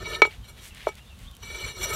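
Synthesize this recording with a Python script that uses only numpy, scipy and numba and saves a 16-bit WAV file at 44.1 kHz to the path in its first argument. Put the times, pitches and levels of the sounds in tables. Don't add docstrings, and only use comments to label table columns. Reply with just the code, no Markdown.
import sys
import numpy as np
from scipy import signal
from scipy.fft import rfft, irfft
from scipy.io import wavfile
from numba import njit

SR = 44100
rng = np.random.default_rng(int(sys.argv[2]) if len(sys.argv) > 2 else 0)


def wav_record(signal):
    frames = np.transpose(np.atleast_2d(signal))
    bounded = np.clip(frames, -1, 1)
    quanta = np.round(bounded * 32767).astype(np.int16)
    wavfile.write(sys.argv[1], SR, quanta)


N = 85995
T = np.arange(N) / SR

# pitch in Hz, seconds to fade by 60 dB, gain in dB when
# struck, gain in dB when rubbed.
CLAY_TONES = [(383.4, 0.084, 25, 15), (435.6, .03, 35, 14), (560, 0.014, 28.5, 7), (857, 0.11, 29, -3),
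              (949, 0.013, 30.5, 3.5), (1283.3, .088, 36, 12), (1347, 0.012, 26, 0.5),
              (1784, 0.066, 25, 12.5), (2270, 0.11, 47, 23.5), (2257, 0.063, 3.5, 17.5),
              (2850, 0.13, 19.5, 14.5), (2956, 0.011, 19, 9.5), (3396, 0.022, 15.5, 11.5),
              (3780, 0.037, 10.5, 16.5), (4129, 0.081, 24.5, 16.5), (4224, 0.037, -3.5, 16),
              (4830, 0.032, -1.5, -8), (5356, 0.0615, -1, 6), (5710, 0.059, 14, 13),
              (5814, 0.048, -5.5, 12.5), (7070, 0.054, 5.5, 4), (7516, 0.07, 3.5, 13),
              (7440, .055, 1, -12.5), (8900, 0.053, -1, 0.5), (9360, .035, -12, 7.5),
              (11580, 0.0056, -18, -2.5), (13000, 0.026, -13.5, -16), (13900, .02, -6, -3)]
# time in seconds, level in dB, extra bass in dB, extra treble in dB.
FIRST_SLIDE = [(0.0, -46, 8.5, -6.5), (0.028, -47, 13, -4.5), (0.05, -41, -6.5, -23), (0.06, -37, 3.5, -11),
               (0.094, -43, 8, -2.5), (0.132, -35, 3.5, -12), (0.152, -32.5, -4.5, -14.5),
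               (0.172, -48, 9.5, -3.5), (0.205, -46, 7.5, -14)]
LAST_SLIDE = [(1.39, -82, -8, 7), (1.434, -49, -10, -3.5), (1.566, -41, 1.5, -4), (1.686, -37.5, -8.5, -6),
              (1.736, -53, 0, -1), (1.78, -43, 0, -2.5), (1.79, -48, 12, 2), (1.812, -37, -4, -2),
              (1.844, -32, -14, 2), (1.858, -39.5, 6, 0), (1.912, -33.5, 1, -2.5), (1.922, -38, 12, -5),
              (1.928, -31, -7, -3), (1.95, -33, -1, -2.5)]
# middle and length in seconds, level in dB, extra treble in dB.
SLIPS = [(0.256, 0.021, -40.5, 1.5), (0.45, 0.015, -55.5, 6.5), (0.494, 0.025, -50, 6),
         (0.601, 0.075, -57, 4), (0.874, 0.013, -49.5, 7), (0.886, 0.0081, -41, 5),
         (1.432, 0.0092, -48.5, 5), (1.835, 0.024, -43, 0)]
# time in seconds, rise as a share of pitch.
PITCH_RISE = [(1.0, 0.0018), (1.42, 0.013), (1.62, 0.0148), (1.8, 0.0034)]
# time in seconds, strength in dB, Hz above which the hit is dulled.
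KNOCKS = [(0.2189, 0.5, 13090), (.2512, -14.5, 7000), (.272, -20, 536), (.8695, -11, 840),
          (.8885, -22, 1250)]
# time in seconds, strength in dB.
THUDS = [(.8692, -1.5)]
# pitch in Hz, seconds to fade by 60 dB, gain in dB.
THUD_TONES = [(436, 0.022, 9.1), (620, 0.027, 28.1), (900, 0.048, 22.7), (1080, 0.014, 17.3),
              (1350, 0.0082, 10)]
# middle and length in seconds, rub in dB, swish in dB.
RUSTLES = [(.325, 0.057, -48.5, -59), (0.584, 0.023, -53.5, -59.5), (0.657, 0.053, -50, -47.5),
           (0.775, 0.022, -59, -62), (0.83, .12, -47.5, -57), (0.984, 0.023, -50.5, -57.5),
           (1.08, 0.086, -65.5, -69), (1.23, 0.074, -55.5, -58)]
# start in seconds, level in dB.
TICKS = [(.748, -43), (0.943, -52), (.954, -43), (1.191, -45), (1.313, -45), (1.351, -44), (1.367, -41)]
# start and length in seconds, first and last pitch in Hz, level in dB.
CHIRPS = [(.415, .055, 3350, 2650, -54.5), (.565, 0.048, 2850, 3400, -56), (0.696, 0.038, 2940, 2680, -50),
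          (0.986, 0.054, 2660, 2950, -55), (1.05, 0.056, 3450, 3610, -56),
          (1.092, 0.049, 2785, 2690, -51.5), (1.158, 0.236, 1120, 1080, -62),
          (1.247, 0.0437, 2926, 3680, -52.5), (1.275, 0.018, 3750, 3400, -48),
          (1.327, 0.026, 3150, 3000, -54.5)]
# time in seconds, relative level in dB.
GUSTS = [(0.0, -33), (0.156, -46.5), (0.342, -49), (0.418, -36.5), (0.476, -55.5), (0.52, -43.5),
         (0.684, -53.5), (0.7, -45.5), (1.08, -52), (1.254, -40), (1.4, -54.5), (1.422, -40.5),
         (1.606, -49), (1.628, -35), (1.764, -48.5), (1.814, -34.5), (1.884, -45), (1.95, -36)]
# frequency in Hz, relative level in dB.
GRIT_COLOUR = [(330, -23), (600, 13.5), (1500, 17.5), (3500, 9), (6500, -20.5), (10000, -31), (15000, -20)]
CRACK_COLOUR = [(330, -6.5), (750, -7.5), (1350, -13), (2000, -20.5), (3300, 12.5), (4900, -9),
                (6000, -10.5), (9000, -23), (15000, -33.5)]
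LEAF_RUB_COLOUR = [(400, -7), (1200, -6), (2100, 3.5), (3500, 0), (5000, -10), (9000, -33)]
SWISH_COLOUR = [(2500, 2), (5000, -0.5), (8000, 1), (12500, -2), (16000, -11)]
AIR_COLOUR = [(120, -7.5), (200, 0.5), (278, -10.5), (473, -10), (1420, -13), (2090, -18), (3620, -12),
              (4950, -21.5), (5840, -20.5), (12200, -25), (16000, -29.5)]
WIND_COLOUR = [(12, -26), (20, -22), (43, -0.5), (64, 2), (89, -3), (150, -10.5), (203, -18.5), (260, -20),
               (340, -44), (570, -120)]


def lid_scraping():
    judder = rms_one(from_db(drift(per_s=82)))
    rub = grains(per_s=6000, spread_db=1.5) * judder
    bass = middle = sum(from_db(db) * swell(s, length) for s, length, db, _ in SLIPS)
    treble = sum(from_db(db + extra_db) * swell(s, length) for s, length, db, extra_db in SLIPS)
    bass_lift_db, treble_lift_db = 3.5, 7.5
    for slide in (FIRST_SLIDE, LAST_SLIDE):
        s, db, bass_db, treble_db = np.transpose(slide)
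        level = from_db(np.interp(T, s, db)) * (T >= s[0]) * (T <= s[-1])
        bass = bass + level * from_db(np.interp(T, s, bass_db) + bass_lift_db)
        middle = middle + level
        treble = treble + level * from_db(np.interp(T, s, treble_db) + treble_lift_db)
    grit = from_db(-7.5) * colour(rub, GRIT_COLOUR) * np.sqrt(middle * treble)
    rise = np.interp(T, *np.transpose(PITCH_RISE))
    ringing = 0
    for hz, fade_s, _, db in CLAY_TONES:
        drive = bass if hz < 2000 else middle if hz < 5000 else treble
        flicker = from_db(2.5 * drift(per_s=50))
        bend = rise + 0.004 * drift(per_s=29)
        ringing = ringing + from_db(db - 1) * resonate(rub * drive * flicker, hz, fade_s, bend)
    return grit + ringing


def lid_knocks():
    force, cracks = 0, 0
    for s, db, soft_hz in KNOCKS:
        crushed_grains = from_db(-45) * dying(s, decay_s=0.009) * rng.standard_normal(N)
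        force = force + from_db(db) * soften(click(s) + crushed_grains, soft_hz)
        crack = dying(s, decay_s=0.008) * colour(rng.standard_normal(N), CRACK_COLOUR)
        cracks = cracks + from_db(db - 24.5) * soften(crack, soft_hz)
    return cracks + sum(from_db(db) * resonate(force, hz, fade_s) for hz, fade_s, db, _ in CLAY_TONES)


def pot_thud():
    force = soften(sum(from_db(db) * click(s) for s, db in THUDS), above_hz=1770)
    return sum((-1) ** k * from_db(db) * resonate(force, hz, fade_s)
               for k, (hz, fade_s, db) in enumerate(THUD_TONES))


def leaves():
    rub_level = sum(from_db(db) * swell(s, length) for s, length, db, _ in RUSTLES)
    swish_level = sum(from_db(db) * swell(s, length) for s, length, _, db in RUSTLES)
    rub = colour(grains(per_s=5600, spread_db=3.5), LEAF_RUB_COLOUR)
    swish = colour(grains(per_s=6200, spread_db=3), SWISH_COLOUR)
    return rub_level * rub + swish_level * swish


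def embers():
    bursts = sum(from_db(db) * dying(s, decay_s=0.0013) for s, db in TICKS)
    return bursts * colour(rng.standard_normal(N), SWISH_COLOUR)


def birds():
    calls = 0
    for s, length, first_hz, last_hz, db in CHIRPS:
        progress = np.clip((T - s) / length, 0, 1)
        waver = 1 + 0.025 * drift(per_s=350)
        hz = (first_hz + (last_hz - first_hz) * progress) * waver
        whistle = np.sin(2 * np.pi * np.cumsum(hz) / SR)
        calls = calls + from_db(db) * np.sin(np.pi * progress) * whistle
    return calls


def air():
    hiss = from_db(-56) * colour(rng.standard_normal(N), AIR_COLOUR)
    gusts = from_db(np.interp(T, *np.transpose(GUSTS)) - 0.5)
    return hiss + gusts * colour(rng.standard_normal(N), WIND_COLOUR)


def with_echo(x, echo_db):
    tail = rng.standard_normal(N) * dying(0.004, decay_s=0.021)
    return x + from_db(echo_db) * signal.fftconvolve(x, tail / np.linalg.norm(tail))[:N]


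def resonate(x, hz, fade_s, bend=0):
    angle = 2 * np.pi * hz / SR
    broad = np.exp(-np.log(1000) * hz / (3.65 * SR))
    feed = np.array([1, 0, -1]) * (1 - broad ** 2) / 2
    feedback = [1, -(1 + broad ** 2) * np.cos(angle), broad ** 2]
    push = signal.lfilter(feed, feedback, x + 1e-18)
    decay = np.exp(-np.log(1000) / (fade_s * SR))
    steps = decay * np.exp(1j * angle * (1 + bend)) * np.ones(N)
    return 2 * (1 - decay) * ring(push + 1e-18, steps)


@njit
def ring(push, steps):
    out, swing = np.zeros(len(push)), 0j
    for i in range(len(push)):
        swing = swing * steps[i] + push[i]
        out[i] = swing.real
    return out


def soften(x, above_hz):
    return signal.sosfilt(signal.butter(2, above_hz, fs=SR, output="sos"), x + 1e-18)


def colour(x, points):
    hz, db = np.transpose(points)
    freqs = np.maximum(np.arange(N + 1) * SR / (2 * N), 1)
    edges = 1 / np.sqrt((1 + (hz[0] / freqs) ** 8) * (1 + (freqs / hz[-1]) ** 8))
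    gain = from_db(np.interp(np.log(freqs), np.log(hz), db))
    return rms_one(irfft(rfft(x, 2 * N) * edges * gain)[:N])


def grains(per_s, spread_db):
    sizes = from_db(spread_db * np.minimum(rng.exponential(1, N), 5)) * rng.choice([-1, 1], N)
    return rms_one(sizes * (rng.random(N) < per_s / SR))


def drift(per_s):
    return rms_one(np.interp(T * per_s, np.arange(1000), rng.standard_normal(1000)))


def swell(s, length):
    return np.exp(-2 * ((T - s) / length) ** 2)


def dying(s, decay_s):
    return (T >= s) * np.exp(-np.maximum(T - s, 0) / decay_s)


def click(s):
    return 1.0 * (np.arange(N) == int(s * SR))


def from_db(db):
    return 10 ** (np.asarray(db) / 20)


def rms_one(x):
    return x / np.sqrt(np.mean(x ** 2) + 1e-20)


def scene():
    low_cut = signal.butter(4, 313, "high", fs=SR, output="sos")
    pot = signal.sosfilt(low_cut, lid_knocks() + pot_thud() + lid_scraping())
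    near = with_echo(pot, echo_db=-36) + leaves() + embers()
    far = with_echo(birds(), echo_db=-2.5)
    return (near + far + air())[None]


def record(dry):
    high_cut = signal.ellip(10, .2, 80, 15750, fs=SR, output="sos")
    return signal.sosfilt(high_cut, np.clip(dry, -.97, .97))


dry = scene()
out = record(dry)
wav_record(out)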